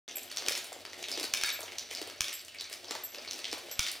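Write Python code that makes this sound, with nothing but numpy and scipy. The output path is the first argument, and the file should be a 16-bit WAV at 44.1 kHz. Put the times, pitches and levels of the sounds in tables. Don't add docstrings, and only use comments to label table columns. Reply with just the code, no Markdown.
import sys
import numpy as np
from scipy import signal
from scipy.fft import rfft, irfft, next_fast_len
from scipy.io import wavfile
from scipy.ndimage import uniform_filter1d, map_coordinates

SR = 44100
rng = np.random.default_rng(int(sys.argv[2]) if len(sys.argv) > 2 else 0)


def int16_out(signal):
    q = np.round(np.clip(np.atleast_2d(signal).T, -1, 1) * 32767)
    wavfile.write(sys.argv[1], SR, q.astype(np.int16))


N = 176400


# t/s, crack/dB, microphone overload/dB, tray ring/dB, chute ring/dB
LANDINGS = [(0.4838, -22.5, -47, -2, -7), (1.3373, -22, -46, 0, -7.5), (1.4357, -24, -48, -5, 3),
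            (2.207, -22.5, -38, -2.5, -12), (3.7928, -21.5, -30, -4, -10)]
# f/Hz, half-width/Hz, gain/dB
PLASTIC_RESONANCES = [(460, 200, -20), (1404, 400, -4.5), (2383, 240, 4), (3180, 490, 0.5), (3530, 380, -3),
                      (4340, 460, -1.5), (5160, 350, 3), (5940, 260, 5), (6500, 400, 1.5), (7540, 600, -4),
                      (9640, 960, -5.5), (12800, 9300, -15.5)]
# f/Hz, level/dB, t60/s
TRAY_MODES = [(2285, 2, 0.17), (2445, -8, 0.13), (3330, -16, 0.17), (3580, 0, 0.36), (5210, -2, .17),
              (5775, -9, 0.11), (9800, -12, .1)]
# f/Hz, level/dB, t60/s
CHUTE_MODES = [(1380, -4.5, 0.16), (1680, -0.5, 0.12), (1780, -3, 0.26), (3720, -5, .55), (4470, -3, 0.34)]

def drops():
    def plastic_db(f):
        peaks = [amp(db) * peak(f - hz, width) for hz, width, db in PLASTIC_RESONANCES]
        return 20 * np.log10(np.max(peaks, axis=0))

    crack_s, overload_s, ring_db = .0024, .0079, -39
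    places, overloads, t = np.zeros((2, N)), np.zeros(N), clock(4096)
    envelope = (t < crack_s) + amp(-21) * decay(t, t60_s=.032)
    u = 4 * t / overload_s
    overload_pulse = -np.e * u * (1 - u / 6) * np.exp(-u)
    for i, (s, crack_db, overload_db, tray_db, chute_db) in enumerate(LANDINGS):
        add(places[i % 2], s, amp(crack_db) * burst(envelope, plastic_db, energy=176))
        tray = amp(tray_db) * ring(TRAY_MODES, blur_rad=.065)
        chute = amp(chute_db) * ring(CHUTE_MODES, blur_rad=.065)
        add(places[i % 2], s, amp(ring_db) * (tray + chute))
        add(overloads, s, amp(overload_db) * overload_pulse)
    return sum(room(place, wet_db=-4.5) for place in places) + room(overloads, wet_db=-11.5)


# t/s, level/dB, body/dB, middle/dB, top/dB, struck spot f/Hz
CONTACTS = [(0.1692, -36, 0, 12.5, 3.5, 7600), (0.1833, -37.5, -22, 6, -5, 7500),
            (0.2331, -41.5, -9, -12, 4, 7600), (0.3153, -35.5, 0.5, 0, -5.5, 4470),
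            (0.3627, -40, -12, -8, 0, 5540), (0.3715, -27, -7.5, -8, -14, 6000),
            (0.3833, -34, -2, -4, -17, 4760), (0.4228, -36.5, 11, 2, -12, 4650),
            (0.4636, -31, -5.5, -9, -17, 3030), (0.5215, -30.5, -12, -17, -15, 3070),
            (0.5517, -29.5, -5, 2.5, -16, 5380), (0.5767, -31, -1.5, -1, -2, 6670),
            (0.6441, -38.5, 7, 0, 4.5, 3750), (0.668, -45, -3, -5, 6, 5200),
            (0.7288, -38, 8.5, -8, -4, 7360), (0.8522, -36, 7.5, 6, -11, 4740),
            (0.9324, -39, -2, -3, -14, 1970), (0.983, -48, -6, -1, -13, 6100),
            (1.0273, -35, -3.5, 2, -10, 6600), (1.0406, -33, -14, 9, -36, 3830),
            (1.0847, -33.5, -5, 1, -8, 3550), (1.1158, -29.5, -6.5, -13, -9.5, 5070),
            (1.1393, -33, -33, -14, -37, 4770), (1.1531, -40, -16, -5, -22, 6000),
            (1.1755, -34, 2, 0, -8, 3700), (1.1982, -30.5, 0, -4, -5.5, 5060),
            (1.2305, -30.5, -4, -9, -7, 4440), (1.2414, -32.5, 2, -5, -8, 4540),
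            (1.3726, -30, -23, -5, -10, 2450), (1.4128, -29, -1, 4, -10, 5350),
            (1.4618, -35, -5, -6, 14, 3800), (1.4718, -43, -14, 4, 12, 4570),
            (1.4916, -30.5, -3, -2, -9, 6040), (1.5025, -32, -9, -8, -13, 3715),
            (1.6063, -35.5, 12.5, -1, 5, 5870), (1.6304, -37.5, 7, -16, -11, 6550),
            (1.6812, -40, 6, 3, -18, 2880), (1.7208, -39.5, -3, -1, -16, 2180),
            (1.7843, -28.5, -14, -8, -13.5, 6030), (1.9118, -35.5, -8, -1, -8, 2120),
            (1.9502, -32.5, -28, -14, -9.5, 5100), (1.9721, -35.5, -33, -7, -26, 4500),
            (2.0159, -34, 0, 3, -6.5, 4530), (2.0741, -41.5, 4, -10, -4, 2760),
            (2.0991, -39, 6, 6, -7, 4540), (2.2433, -32, -21, 3, -6, 3560), (2.2824, -32, -6, 2, -9, 5710),
            (2.3293, -34.5, -14, 5, 3, 5250), (2.3941, -42, -20, -14, -16, 4670),
            (2.4141, -49, -12, -12, 2, 8150), (2.4491, -44, -14, -19, 0, 6030),
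            (2.4826, -41, -5, -2, -8, 2940), (2.5468, -40, -2, 11, -4, 2190),
            (2.5863, -38, -39, -5, -29, 4700), (2.5992, -36, -4.5, -15, -24, 4560),
            (2.6095, -33, -11, -5, -9, 3860), (2.6983, -42, 5, 11, 4, 4100),
            (2.7281, -35.5, 0, -2, -4, 5080), (2.7374, -43, -3, 0, -2, 5530),
            (2.8445, -40.5, -1, -17, -20, 3280), (2.8842, -39.5, 3, -16, -34, 5250),
            (2.9096, -28.5, 3.5, -3, -13, 7400), (2.952, -34.5, 3, -8, -12.5, 2000),
            (3.1469, -36, 0, -4.5, -17, 2600), (3.1841, -37.5, 7, -2, -19, 4950),
            (3.2489, -40.5, -4, 11, -8, 2200), (3.2765, -34.5, 0, -6, -39, 4330),
            (3.3106, -30.5, -15, -8, -15, 6200), (3.3328, -35, -9, -2, -9, 5530),
            (3.3912, -38.5, 2, -2, -10, 4700), (3.4439, -29.5, -19, 0, -21, 3330),
            (3.4536, -35.5, -30, -9, -27, 3250), (3.5149, -35.5, -24, -13, -15, 5340),
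            (3.5287, -29.5, 3, -10.5, -11.5, 2410), (3.8293, -32, -23, -5, -9, 3630),
            (3.8657, -31, -17, -2, -11, 2980), (3.8844, -30, -11, -6, -16, 4800),
            (3.9163, -33, -14, -13, 6, 4610), (3.9535, -41, 7, -5, -10, 2370)]

def clicks():
    spot_db = 10
    places, t = np.zeros((3, N)), clock(2048)
    envelope = decay(t, t60_s=.0047) + amp(-9.5) * decay(t, t60_s=.031)
    for i, (s, db, body_db, middle_db, top_db, hz) in enumerate(CONTACTS):
        colour = [(120, body_db - 30), (320, body_db - 5.5), (1100, body_db - 4), (2500, middle_db),
                  (4200, 1), (5800, -2.1), (8500, top_db + 3), (15000, top_db - 7.5)]
        gain_db = lambda f: along(colour, f) + spot_db * peak(f - hz, half_width=300)
        add(places[i % 3], s, amp(db - 2) * burst(envelope, gain_db, energy=176))
    return sum(room(place, wet_db=-2) for place in places)


# t/s, level/dB
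CHIME_STRIKES = [(.157, -34.5), (1.526, -34), (2.337, -36), (3.037, -34.5), (3.713, -36.5)]
# f/Hz, level/dB, t60/s
CHIME_MODES = [(7670, -6, 0.21), (7500, -11, 0.17), (12350, -1, 0.099), (12370, -2, 0.06)]

def chime():
    attack_s, tap_hz = .0014, CHIME_MODES[2][0]
    tap_db = lambda f: 20 * np.log10(peak(f - tap_hz, half_width=300))
    out, t = np.zeros(N), clock(2048)
    for s, db in CHIME_STRIKES:
        tone = ring(CHIME_MODES, blur_rad=.05)
        attack = 1 - np.exp(-clock(len(tone)) / attack_s)
        add(out, s, amp(db - 1.5) * tone * attack)
        add(out, s, amp(db - 3) * burst(decay(t, t60_s=.025), tap_db, energy=100))
    return room(out, wet_db=-2)


# t/s, level/dB
ROLL_LEVEL = [(.08, -48), (.2, -52.5), (.29, -53.5), (.33, -43), (.46, -48), (.55, -72), (.67, -48),
              (.83, -59), (.95, -51), (1.01, -51), (1.06, -50.5), (1.24, -42.5), (1.33, -67), (1.47, -38.5),
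              (1.62, -52), (1.76, -51), (1.87, -54), (1.92, -46), (2.03, -47), (2.19, -58.5), (2.3, -43.5),
              (2.43, -58.5), (2.54, -53), (2.63, -49), (2.8, -56), (2.9, -51), (3.05, -51.5), (3.13, -51),
              (3.26, -52), (3.46, -44.5), (3.57, -51.5), (3.66, -53.5), (3.71, -44), (3.78, -49.5),
              (3.88, -40.5), (4, -62)]
# f/Hz, gain/dB
RIB_SPECTRUM = [(300, -38), (900, -6), (1500, 2.5), (2200, 3.5), (3500, 0), (4800, 2), (6500, -5),
                (8500, -5.5), (12000, -26), (16000, -20)]
# f/Hz, gain/dB
TICK_SPECTRUM = [(500, -26), (2500, -27), (6000, 23), (10000, -3), (16000, -34)]

def rolling():
    level = amp(curve(ROLL_LEVEL) + 2 * wobble(knots_per_s=28.34))
    ribs = amp(-7) * patter(RIB_SPECTRUM, per_s=420, spread_db=2)
    bumps = amp(-8) * rattle()
    t = clock(512)
    contacts = patter(TICK_SPECTRUM, per_s=22, spread_db=1.8)
    tick = decay(t, t60_s=.011) * rng.standard_normal(len(t))
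    ticks = signal.fftconvolve(contacts, tick)[:N]
    return room(level * (ribs + bumps) + amp(-59) * unit(level * ticks), wet_db=-4)


def rattle():
    bumps_per_s, candidates = 170, 1200
    centre_hz, spread_oct, spread_db, t60_cycles, attack_s = 3776, .425, 5, 32, .0005
    out, t = np.zeros(N), clock(1024)
    attack = 1 - np.exp(-t / attack_s)
    timing = rng.random((candidates, 2))
    scatter = np.clip(rng.standard_normal((candidates, 2)), -2, 2)
    for (chance, when), (pitch, strength) in zip(timing, scatter):
        if chance < bumps_per_s * N / SR / candidates:
            hz = centre_hz * 2 ** (spread_oct * pitch)
            bump = attack * decay(t, t60_cycles / hz) * np.sin(2 * np.pi * hz * t)
            add(out, when * (N - 1) / SR, amp(spread_db * strength) * bump)
    return unit(out)


# t/s, length/s, level/dB
POCKET_ENTRIES = [(0.47, 0.068, -40.5), (0.549, .04, -44), (1.08, 0.038, -47.5), (1.195, .03, -49),
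                  (1.226, 0.034, -43.5), (1.45, 0.029, -52), (1.918, 0.028, -47), (2.71, 0.036, -46.5),
                  (3.375, .025, -48.5), (3.577, .02, -47.5), (3.864, 0.038, -45.5)]
# f/Hz, gain/dB
SLIP_SPECTRUM = [(300, -26), (2000, 3.5), (6000, -0.5), (10000, -2), (16000, -12)]

def scrapes():
    pressure = np.zeros(N)
    for s, length_s, db in POCKET_ENTRIES:
        add(pressure, s, amp(db) * signal.windows.tukey(int(length_s * SR)))
    return room(pressure * patter(SLIP_SPECTRUM, per_s=900, spread_db=5), wet_db=-4.5)


# t/s, level/dB, f/Hz
LINK_TIPS = [(.175, -44.5, 563), (.408, -44.5, 413), (0.476, -37.5, 315), (.508, -39, 544),
             (.72, -41.5, 620), (.759, -43.5, 555), (1.083, -46, 487), (1.115, -42.5, 387),
             (1.175, -35.5, 347), (1.21, -38.5, 342), (1.239, -39.5, 378), (1.59, -40, 630),
             (1.634, -40.5, 580), (1.911, -43.5, 490), (2.015, -36, 315), (2.076, -44.5, 436),
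             (2.61, -52, 485), (2.71, -47, 516), (2.908, -43, 340), (2.952, -36.5, 756),
             (3.184, -44.5, 556), (3.527, -38, 325), (3.574, -45, 560), (3.685, -46, 596),
             (3.712, -45, 534)]

def knocks():
    half_width_oct, low_cut_hz = .34, 215
    out, envelope = np.zeros(N), decay(clock(4096), t60_s=.034)
    grit = lambda f: amp(-22) / (1 + f / 3000)
    low_cut = lambda f: 1 / (1 + (low_cut_hz / (f + 1)) ** 8)
    for s, db, hz in LINK_TIPS:
        body = lambda f: peak(np.log2((f + 1) / hz), half_width_oct)
        gain_db = lambda f: 20 * np.log10((body(f) + grit(f)) * low_cut(f))
        add(out, s, amp(db - 3.5) * burst(envelope, gain_db, energy=400))
    return room(out, wet_db=-9)


# t/s, level/dB
GEAR_LEVEL = [(.1, -53), (.17, -54), (.28, -56.5), (.45, -50), (.66, -55.5), (.78, -57), (.83, -55.5),
              (.96, -53), (1.05, -56), (1.24, -48), (1.32, -56.5), (1.62, -55), (1.8, -55.5), (2.1, -55),
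              (2.2, -63.5), (2.33, -58), (2.42, -66), (2.56, -62), (2.63, -58), (2.73, -55.5), (2.8, -56),
              (2.97, -53.5), (3.1, -57), (3.2, -55), (3.42, -54), (3.6, -55.5), (4, -55.5)]
# f/Hz, gain/dB
TOOTH_SPECTRUM = [(30, -25), (120, -24), (190, -10.5), (270, 2), (400, 3.5), (480, 2), (600, 8), (750, 4),
                  (950, -10), (1500, -21), (3000, -3), (16000, -18.5)]

def drive():
    hum_hz = 92
    load = amp(curve(GEAR_LEVEL) + 2.56 * wobble(knots_per_s=14))
    gears = amp(-2) * load * patter(TOOTH_SPECTRUM, per_s=300, spread_db=2.7)
    hum = amp(-73) * stereo_noise(lambda f: peak(f - hum_hz, half_width=19))
    return room(gears, wet_db=-2) + hum


# f/Hz, gain/dB
AIR_SPECTRUM = [(25, -6), (100, -18), (200, 3), (1000, -13), (5000, 4), (16000, -34)]

def air():
    return amp(-65.5) * stereo_noise(lambda f: amp(along(AIR_SPECTRUM, f)))


# f/Hz, t60/s
REVERB_T60 = [(100, 0.17), (400, 0.38), (1500, 0.56), (4000, 0.47), (8000, 0.26), (14000, 0.34)]
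# f/Hz, side re mid/dB
REVERB_WIDTH = [(100, -5.5), (250, -4), (600, -9.5), (1200, -8), (2200, -8.5), (4000, -17.5), (8000, -20),
                (14000, -48)]

def room(x, wet_db):
    wall_s, wall_spread_s, wall_db = .0093, .0012, -5
    hz, t, spectra = signal.stft(rng.standard_normal((2, SR // 2)), SR, nperseg=256)
    tail = signal.istft(spectra * decay(t, along(REVERB_T60, hz)[:, None]), SR, nperseg=256)[1]
    late_s = clock(tail.shape[1]) - wall_s
    tail *= np.where(late_s > 0, 1, .4)
    walls = rng.standard_normal(tail.shape) * (late_s > 0) * np.exp(-abs(late_s) / wall_spread_s)
    response = tail / np.linalg.norm(tail[0]) + amp(wall_db) * walls / np.linalg.norm(walls[0])
    mid, side = amp(wet_db) * signal.fftconvolve(x[None], response, axes=1)[:, :N]
    side = filtered(side, lambda f: amp(along(REVERB_WIDTH, f)))
    return np.array([x + mid + side, x + mid - side])


def burst(envelope, gain_db, energy):
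    smooth_hz = 350
    noise = envelope * rng.standard_normal(len(envelope))
    power = abs(uniform_filter1d(abs(rfft(noise)) ** 2, int(smooth_hz * len(noise) / SR)))
    y = minimum_phase(noise, lambda f: gain_db(f) - 10 * np.log10(power / power.mean() + 1e-6))
    return y * np.sqrt(energy / np.sum(y ** 2))


def ring(modes, blur_rad, scatter_db=2):
    out, t = np.zeros(16384), clock(16384)
    for hz, db, t60_s in modes:
        level = amp(db + scatter_db * rng.normal())
        phase = 2 * np.pi * (hz * t + rng.random())
        wander = blur_rad * np.cumsum(rng.standard_normal(len(t)))
        out += level * decay(t, t60_s) * np.sin(phase + wander)
    return out


def patter(spectrum, per_s, spread_db):
    hits = rng.random(N) < per_s / SR
    strength = amp(spread_db * np.clip(rng.standard_normal(N), -2, 2))
    impulses = hits * strength * rng.choice([-1, 1], N)
    return unit(filtered(impulses, lambda f: amp(along(spectrum, f))))


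def stereo_noise(response, side_db=-6):
    mid, side = unit(filtered(rng.standard_normal((2, N)), response))
    return mid + amp(side_db) * np.array([side, -side])


def filtered(x, response):
    size = next_fast_len(N + SR // 2)
    return irfft(rfft(x, size) * response(np.fft.rfftfreq(size, 1 / SR)), size)[..., :N]


def minimum_phase(x, gain_db):
    n = len(x)
    cepstrum = irfft(np.log(amp(gain_db(np.fft.rfftfreq(n, 1 / SR))) + 1e-6))
    cepstrum[1:n // 2] *= 2
    cepstrum[n // 2 + 1:] = 0
    return irfft(rfft(x) * np.exp(rfft(cepstrum)))


def along(points, hz):
    f, values = np.transpose(points)
    return np.interp(np.log(hz + 1), np.log(f + 1), values)


def curve(points):
    return np.interp(clock(N), *np.transpose(points))


def wobble(knots_per_s):
    return map_coordinates(rng.standard_normal(N // 50), [np.arange(N) * knots_per_s / SR])


def peak(offset, half_width):
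    return 1 / (1 + (offset / half_width) ** 2)


def decay(t, t60_s):
    return amp(-60 * t / t60_s)


def amp(db):
    return 10 ** (np.asarray(db) / 20)


def unit(x):
    return x / np.sqrt(np.mean(x ** 2) + 1e-20)


def clock(samples):
    return np.arange(samples) / SR


def add(track, s, sound):
    start = int(round(s * SR))
    track[start:start + len(sound)] += sound[:N - start]


def scene():
    return drops() + clicks() + knocks() + chime() + rolling() + drive() + air() + scrapes()


# f/Hz, left minus right/dB
MIC_BALANCE = [(100, -2.5), (250, 0.5), (600, 1.2), (1100, 2.3), (2000, 0.5), (4000, -0.1), (12000, -0.1)]
# f/Hz, left lead/rad
MIC_LEAD = [(200, 0.3), (1000, 0.31), (4000, 0.27), (8000, .24), (14000, 0.09)]

def record(dry):
    ceiling, start_s, top_hz = .27, .079, 15780
    sides = np.array([[.5], [-.5]])
    mics = lambda f: amp(along(MIC_BALANCE, f) * sides) * np.exp(1j * along(MIC_LEAD, f) * sides)
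    x = filtered(dry, mics)
    x = x / (1 + abs(x / ceiling) ** 4) ** (1 / 4)
    x *= clock(N) > start_s
    return filtered(x, lambda f: np.clip((top_hz - f) / 400 + .5, 0, 1))


dry = scene()
out = record(dry)
int16_out(out)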